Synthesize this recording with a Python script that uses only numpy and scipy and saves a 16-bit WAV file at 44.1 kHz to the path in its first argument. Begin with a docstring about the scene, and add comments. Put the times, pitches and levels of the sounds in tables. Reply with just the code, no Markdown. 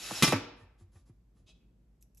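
"""Steady low hums, two of them beating, and stereo room noise lie under everything.
A large steel pot slides over a counter (resonant friction noise), bangs down and bumps again: damped modes,
crack and knock noise, pitch-dropping counter thuds; noise tails let the room ring out.
Then soft thuds, taps and noise brushes as a small animal reaches among green beans; two faint rubs follow.
Last, a bean cracks: short noise creaks and ticks of fast-dying sines."""
import sys
import numpy as np
from scipy import signal
from scipy.fft import rfft, irfft
from scipy.io import wavfile
from scipy.ndimage import uniform_filter1d

SR = 44100
rng = np.random.default_rng(int(sys.argv[2]) if len(sys.argv) > 2 else 0)


def unload_wav(signal):
    """Save mono or channel-first audio to the path in sys.argv[1] as 16-bit WAV at rate SR, clipped to [-1, 1]."""
    wavfile.write(
        sys.argv[1],
        SR,
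        np.round(np.clip(np.atleast_2d(signal).T, -1, 1) * 32767).astype(np.int16),
    )


def ratio_of_db(decibels):
    """Turn decibels (scalar or array-like) into linear amplitude factors; 0 dB maps to 1."""
    return 10 ** (np.asarray(decibels, float) / 20)


N = 97020

# pot modes: f/Hz, level/dB, t60/s
POT_MODES = [(285.1, -3, .25), (334.6, -7, .15), (430, -9, 0.087), (510, -13.5, .12), (586, -18, 0.12),
             (872, -11, 0.2), (1166, -6, 0.25), (1300, -6, 0.16), (1491, -11, 0.08), (1880, -5, 0.13),
             (2056, -2, 0.11), (2402, -7, 0.24), (2676, -7, 0.2), (3100, -3, 0.12), (3300, -11, .18),
             (3537, -7, 0.09), (4300, -8, 0.07), (4888, -9, .06), (5609, -9, .1), (6810, -14, .13),
             (8188, -13, .15)]
# pot blows: t/s, ring level/dB, contact/s, crack level/dB, knock level/dB, t60 of both noises/s
BLOWS = [(0.2238, -22.5, 0.000079, -18.5, -33.5, 0.065), (0.233, -31, 0.00039, -30, -27, 0.15),
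         (.275, -33.5, 0.000065, -28.5, -32, 0.077), (0.3227, -28.5, 0.00036, -29, -21, 0.02),
         (0.329, -35, 0.00078, -47, -26, 0.11), (.36, -41.5, 0.0021, -52, -32.5, 0.049)]
# spectral density of the bright crack: f/Hz, level/dB
CRACK_SPECTRUM = [(300, -26.5), (1000, -17), (2500, -5), (4000, -1), (6000, -6.5), (8000, -7), (10600, -6),
                  (14000, -22)]
# spectral density of the dull knock: f/Hz, level/dB
KNOCK_SPECTRUM = [(100, -15), (300, 5.5), (550, -5), (1000, -4.5), (2500, -9.5), (4500, -36)]
# friction noise of the slide: t/s, level/dB
SLIDE_LEVEL = [(0, -49), (.09, -44.5), (.204, -42.5), (.22, -43), (.245, -35.5), (.3, -41.5), (0.334, -45)]
# its spectral density: f/Hz, level/dB
SLIDE_SPECTRUM = [(45, -36), (85, -5), (381, -5), (658, -14), (755, -10), (2360, -6.5), (2710, -3.5),
                  (5370, -6), (9290, -10.5), (11100, -5.5), (14000, -33.5)]
# resonances of the sliding contact: f/Hz, width/Hz, level/dB
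SLIDE_PEAKS = [(730, 65, 0), (1400, 90, -3.5), (2605, 62, -2.5), (3885, 35, 4), (5400, 300, -1),
               (6870, 250, -3)]
# counter thuds, high bending waves first: t/s, level/dB, first f/Hz, last f/Hz, t60/s
THUDS = [(0.1092, -32, 1400, 106, 0.093), (0.231, -4, 194, 158.8, 0.033), (0.279, -20.5, 199.6, 132, 0.082),
         (0.3226, -20, 1400, 102.3, 0.16), (.335, -27.5, 356, 267, 0.17), (0.612, -49.5, 119.1, 90.4, 0.28),
         (0.63, -43.5, 118.4, 90, 0.12), (0.817, -44, 132.8, 91.5, 0.19), (0.956, -43.5, 122.5, 84, 0.13),
         (0.993, -53, 109, 86, 0.1), (1.096, -44.5, 299, 99, 0.11), (1.418, -49.5, 109.5, 80.2, 0.092)]
# counter-top modes: f/Hz, level/dB, t60/s
TOP_MODES = [(205, -2, .07), (345, -3, .12), (745, -6, .16), (1180, -4, .21), (1810, -11, .2)]
# light taps on the counter: t/s, level/dB, hardness (mode tilt)/dB per octave
TAPS = [(.113, -42.5, -5), (0.609, -79, 18.5), (0.806, -68, -8.5), (0.954, -61, -3), (1.094, -70.5, -10.5),
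        (1.365, -80.5, 8)]
# brushes of fur and beans: t/s, length/s, level/dB, full-bodied share/0-1
BRUSHES = [(0.559, 0.11, -75.5, 0.36), (0.777, 0.071, -74, 0.16), (0.915, 0.12, -72.5, 0.07),
           (1.054, 0.06, -76, 0.02), (1.344, 0.1, -82, 0.2), (1.459, 0.083, -63, 0.95)]
# spectral density of a thin brush: f/Hz, level/dB
THIN_SPECTRUM = [(880, -1.5), (1500, -4.5), (2380, -10), (2580, -13), (4940, -7.5), (7490, -6),
                 (8890, -13.5), (10700, 0), (13000, -33)]
# spectral density of a full-bodied brush: f/Hz, level/dB
FULL_SPECTRUM = [(350, -51), (600, -2), (1700, -28), (2540, -3.5), (3370, -3), (3730, -2.5), (4030, -11),
                 (8950, -10), (10900, -27), (13000, -33.5)]
# resonances of the full-bodied brush: f/Hz, width/Hz, level/dB
BRUSH_PEAKS = [(2610, 32, 0.5), (3290, 400, -8.5), (3960, 130, 0), (4440, 150, -1), (5080, 90, 0),
               (6190, 150, -5.5)]
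# faint narrow hisses: t/s, length/s, level/dB, f/Hz
RUBS = [(1.535, .055, -80, 3300), (1.585, .07, -85, 2520)]
# bean skin cracking: t/s, peak level/dB
TICKS = [(2.0256, -46.5), (2.0287, -56), (2.1484, -55), (2.1503, -64.5), (2.1721, -54), (2.1751, -50.5),
         (2.1792, -49)]
# bean modes: f/Hz, level/dB, t60/s
BEAN_MODES = [(2630, -20, 0.0075), (5870, -5, 0.005), (8080, -11, 0.0063), (10500, -4, 0.0042),
              (11400, -0.5, 0.0043)]
# fibres straining: t/s, hold/s, level/dB, t60/s
CREAKS = [(2.009, 0.021, -72, 0.056), (2.153, 0.004, -76, 0.11), (2.178, 0.012, -68, 0.053)]
# spectral density of a creak: f/Hz, level/dB
CREAK_SPECTRUM = [(1180, -52), (2000, -18), (3050, -24), (3570, -11), (4550, -14), (6230, -17), (6730, 0),
                  (9070, -9), (11500, 0), (13000, -17)]
# room decay: f/Hz, t60/s
ROOM_T60 = [(100, 0.64), (300, 0.65), (1000, 0.7), (2500, 0.65), (5500, 0.4734), (8000, 0.31),
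            (12000, 0.26)]
# side relative to mid in reflections: f/Hz, level/dB
SIDE_SPECTRUM = [(60, -31.5), (180, -35.5), (530, -3), (1550, -7.5), (4600, 0.5), (13600, 0)]
# steady appliance hums: f/Hz, rms level/dB
HUMS = [(45.8, -67), (53.9, -64), (60, -77), (119, -77)]
# spectral density of the room tone: f/Hz, level/dB
QUIET_SPECTRUM = [(30, -21.5), (50, -9), (85, -13.5), (123, -11.5), (200, -11.5), (363, -21.5),
                  (526, -28.5), (1230, -41.5), (4000, -50.5), (14100, -54)]
# left-right correlation of the room tone: f/Hz, correlation/1
QUIET_LIKENESS = [(60, 1.0), (230, 0.91), (900, 0.34), (3510, 0.21), (13600, 0.28)]
# slow swell of the lower room tone: t/s, level/dB
QUIET_SWELL = [(1.25, -6), (1.5, 0), (1.75, -2.5), (2.0, -5)]
# microphone response: f/Hz, level/dB
MIC_RESPONSE = [(8200, 0.5), (9000, -8.5), (9800, -1.5), (12000, 1), (13000, -1.5), (13400, -22)]

UNEVEN_DB = 1.5  # spread of mode levels from hit to hit
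CRACK_RISE_S, CRUNCH_DB = 0.0012, 1.2
FADE_FROM_S, FADE_DB_PER_S = 0.65, 245.5  # from this time any remaining pot ring fades faster
SLIDE_STOP_T60_S, SLIDE_RING_DB, SLIDE_WANDER_DB = 0.021, -4.5, 6
THUD_RISE_CYCLES, THUD_FALL_S = 0.79, 0.0049
TAP_RISE_S, PUFF_DB, PUFF_T60_S = 0.0051, 0, 0.076
BRUSH_SKEW, BRUSH_RING_DB = 0.75, 4
HUMS_IN_STEP_S = 1.54
QUIET_DB, SWELL_BELOW_HZ = -66.5, 1200
EARLY_DB, EARLY_T60_S = 3, 0.095
NEAR_DB, NEAR_T60_S = -11, 0.01
RING_WET_DB, NOISE_WET_DB, BRUSH_WET_DB, TICK_WET_DB = -17, -7.5, -9, -12.5
LOW_CUT_HZ = 50


def evened(x):
    """Scales to unit rms."""
    return x / np.sqrt(np.mean(x ** 2) + 1e-20)


def read(points, f_hz):
    """Interpolates a table over log frequency."""
    point_hz, value = np.transpose(points)
    return np.interp(np.log(f_hz + 1), np.log(point_hz + 1), value)


def add(mix, t_s, sound):
    """Adds a sound in place, cut at the end of the mix."""
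    part = mix[max(round(t_s * SR), 0):][:len(sound)]
    part += sound[:len(part)]


def colour(x, points):
    """Filters by a spectrum table."""
    f_hz = np.fft.rfftfreq(x.shape[-1], 1 / SR)
    return irfft(rfft(x) * ratio_of_db(read(points, f_hz)), x.shape[-1])


def resonate(x, f_hz, width_hz):
    """Two-pole resonance of peak gain 1."""
    b, a = signal.iirpeak(f_hz, f_hz / max(width_hz, 20), SR)
    return signal.lfilter(b, a, x)


def ring(modes, t_s, offsets_db):
    """Dying sines, each with its own level offset."""
    return sum(ratio_of_db(db + offset_db - 60 * t_s / t60_s) * np.sin(2 * np.pi * f_hz * t_s)
               for (f_hz, db, t60_s), offset_db in zip(modes, offsets_db))


def pot():
    """Soft-edged pushes excite the modes; each blow adds bright crack and dull knock noise."""
    tones, noises = np.zeros(N), np.zeros(N)
    t_s = np.arange(SR // 2) / SR
    crack = evened(colour(rng.standard_normal(N), CRACK_SPECTRUM))
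    knock = evened(colour(rng.standard_normal(N), KNOCK_SPECTRUM))
    # loose beans rattle in the crack
    rattle = evened(uniform_filter1d(rng.standard_normal(N), size=70))
    crack = evened(crack * ratio_of_db(CRUNCH_DB * rattle))
    uneven_db = UNEVEN_DB * rng.standard_normal((len(BLOWS), len(POT_MODES)))
    for (start_s, ring_db, contact_s, crack_db, knock_db, t60_s), offsets_db in zip(BLOWS, uneven_db):
        push = t_s[:400] * np.exp(-t_s[:400] / (abs(contact_s) / 4 + 1e-5))
        fade = ratio_of_db(-FADE_DB_PER_S * np.maximum(t_s - max(FADE_FROM_S - start_s, 0), 0))
        modes = fade * ring(POT_MODES, t_s, offsets_db)
        add(tones, start_s, ratio_of_db(ring_db) * signal.oaconvolve(modes, push / push.sum()))
        noise = ratio_of_db(crack_db) * crack + ratio_of_db(knock_db) * knock
        envelope = np.minimum(t_s / CRACK_RISE_S, 1) * ratio_of_db(-60 * t_s / t60_s)
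        add(noises, start_s, envelope * noise[round(start_s * SR):][:len(t_s)])
    return tones, noises


def slide():
    """Friction noise plus contact resonances that come and go."""
    t_s = np.arange(N) / SR
    point_s, level_db = np.transpose(SLIDE_LEVEL)
    grit = rng.standard_normal(N)
    wander = evened(uniform_filter1d(rng.standard_normal((len(SLIDE_PEAKS), N)), size=1300))
    peaks = sum(ratio_of_db(db + SLIDE_WANDER_DB * drift) * resonate(grit, f_hz, width_hz)
                for (f_hz, width_hz, db), drift in zip(SLIDE_PEAKS, wander))
    friction = evened(colour(grit, SLIDE_SPECTRUM)) + ratio_of_db(SLIDE_RING_DB) * evened(peaks)
    stop_db = -60 * np.maximum(t_s - point_s[-1], 0) / SLIDE_STOP_T60_S
    return friction * ratio_of_db(np.interp(t_s, point_s, level_db) + stop_db)


def counter():
    """Damped thuds of fast-settling pitch; light taps ring the top with a noise puff."""
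    out, t_s = np.zeros(N), np.arange(SR // 2) / SR
    for start_s, db, first_hz, last_hz, t60_s in THUDS:
        f_hz = last_hz + (first_hz - last_hz) * np.exp(-t_s / THUD_FALL_S)
        rise = 1 - np.exp(-t_s * first_hz / THUD_RISE_CYCLES)
        add(out, start_s, rise * ratio_of_db(db - 60 * t_s / t60_s) * np.sin(2 * np.pi * np.cumsum(f_hz) / SR))
    octaves = np.log2(np.array(TOP_MODES)[:, 0] / TOP_MODES[2][0])  # from the third mode
    uneven_db = UNEVEN_DB * rng.standard_normal((len(TAPS), len(TOP_MODES)))
    for (start_s, db, tilt_db), offsets_db in zip(TAPS, uneven_db):
        noise = evened(colour(rng.standard_normal(len(t_s)), KNOCK_SPECTRUM))
        puff = ratio_of_db(PUFF_DB - 60 * t_s / PUFF_T60_S) * noise
        modes = ring(TOP_MODES, t_s, offsets_db + tilt_db * octaves)
        add(out, start_s, np.minimum(t_s / TAP_RISE_S, 1) * ratio_of_db(db) * (modes + puff))
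    return out


def brushes():
    """Noise swells between a thin and a full, ringing colour, then narrow-band rubs."""
    t_s, out = np.arange(N) / SR, np.zeros(N)
    thin = evened(colour(rng.standard_normal(N), THIN_SPECTRUM))
    full = evened(colour(rng.standard_normal(N), FULL_SPECTRUM))
    peaks = sum(ratio_of_db(db) * resonate(full, f_hz, width_hz) for f_hz, width_hz, db in BRUSH_PEAKS)
    full = evened(full + ratio_of_db(BRUSH_RING_DB) * evened(peaks))
    for start_s, length_s, db, share in BRUSHES:
        arch = np.sin(np.pi * np.clip((t_s - start_s) / length_s, 0, 1) ** BRUSH_SKEW)
        share = np.clip(share, 0, 1)
        out += ratio_of_db(db) * arch ** (1 + share) * (np.sqrt(1 - share) * thin + np.sqrt(share) * full)
    for start_s, length_s, db, f_hz in RUBS:
        arch = np.sin(np.pi * np.clip((t_s - start_s) / length_s, 0, 1))
        out += ratio_of_db(db) * arch * evened(resonate(thin, f_hz, f_hz / 15))
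    return out


def bean():
    """Fibres creak as noise while the bean bends; each tick rings its modes briefly."""
    out, t_s = np.zeros(N), np.arange(SR // 5) / SR
    uneven_db = UNEVEN_DB * rng.standard_normal((len(TICKS), len(BEAN_MODES)))
    for (start_s, peak_db), offsets_db in zip(TICKS, uneven_db):
        tick = np.minimum(t_s / 0.0005, 1) * ring(BEAN_MODES, t_s, offsets_db)
        add(out, start_s, ratio_of_db(peak_db) * tick / abs(tick).max())
    for start_s, hold_s, db, t60_s in CREAKS:
        noise = evened(colour(rng.standard_normal(len(t_s)), CREAK_SPECTRUM))
        fade_db = -60 * np.maximum(t_s - hold_s, 0) / t60_s
        add(out, start_s, np.minimum(t_s / 0.0019, 1) * ratio_of_db(db + fade_db) * noise)
    return out


def room(x):
    """Mid and side noise tails, each band dying at its own rate, with a faster-dying early part."""
    f_hz, t_s, z = signal.stft(rng.standard_normal((2, SR)), SR, nperseg=256)
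    decay = ratio_of_db(-60 * t_s / read(ROOM_T60, f_hz)[:, None])
    early = 1 + ratio_of_db(EARLY_DB - 60 * t_s / EARLY_T60_S)
    tail = signal.istft(z * decay * early, SR, nperseg=256)[1]
    tail = tail * np.clip(np.arange(tail.shape[1]) / SR / 0.0029 - 0.3, 0, 1)  # delayed onset
    mid, side = signal.fftconvolve(x[None], tail / np.linalg.norm(tail[0]), axes=1)[:, :N]
    side = colour(side, SIDE_SPECTRUM)
    return np.array([mid + side, mid - side])


def near_side(x):
    """Close reflections, opposite in left and right, from a very short noise tail."""
    t_s = np.arange(SR // 20) / SR
    tail = rng.standard_normal(len(t_s)) * ratio_of_db(-60 * t_s / NEAR_T60_S)
    reflected = signal.oaconvolve(x, tail / np.linalg.norm(tail))[:N]
    side = ratio_of_db(NEAR_DB) * colour(reflected, SIDE_SPECTRUM)
    return np.array([side, -side])


def hum():
    """Steady sines, equal in phase at one instant; the two lowest beat."""
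    t_s = np.arange(N) / SR - HUMS_IN_STEP_S
    phase_rad = 2 * np.pi * rng.random()
    return sum(np.sqrt(2) * ratio_of_db(db) * np.sin(2 * np.pi * f_hz * t_s + phase_rad) for f_hz, db in HUMS)


def quiet():
    """Stereo noise, alike in both channels in the bass; its lower part swells."""
    a, b = rfft(rng.standard_normal((2, N)))
    f_hz = np.fft.rfftfreq(N, 1 / SR)
    likeness = np.clip(read(QUIET_LIKENESS, f_hz), -1, 1)
    mid, side = a * np.sqrt(1 + likeness), b * np.sqrt(1 - likeness)
    tone = evened(irfft(np.array([mid + side, mid - side]) * ratio_of_db(read(QUIET_SPECTRUM, f_hz)), N))
    low = signal.sosfiltfilt(signal.butter(1, SWELL_BELOW_HZ, fs=SR, output="sos"), tone)
    swell = ratio_of_db(np.interp(np.arange(N) / SR, *np.transpose(QUIET_SWELL)))
    return ratio_of_db(QUIET_DB) * (tone - low + low * swell)


def scene():
    """Direct sound in the middle, spread by reflections, over hums and room tone."""
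    tones, noises = pot()
    tones, noises = tones + counter(), noises + slide()
    soft, ticks = brushes(), bean()
    send = ratio_of_db(RING_WET_DB) * tones + ratio_of_db(NOISE_WET_DB) * noises
    send += ratio_of_db(BRUSH_WET_DB) * soft + ratio_of_db(TICK_WET_DB) * ticks
    direct = tones + noises + soft + ticks
    return direct + near_side(tones + noises) + room(send) + hum() + quiet()


def low_pass(x):
    """Removes everything above the highest recorded frequency."""
    return signal.sosfilt(signal.butter(12, 14210, fs=SR, output="sos"), x)


def record(dry):
    """Microphone response, then a second-order low cut."""
    low_cut = signal.butter(2, LOW_CUT_HZ, "high", fs=SR, output="sos")
    mix = signal.sosfilt(low_cut, colour(dry, MIC_RESPONSE))
    return low_pass(mix)


dry = scene()
out = record(dry)
unload_wav(out)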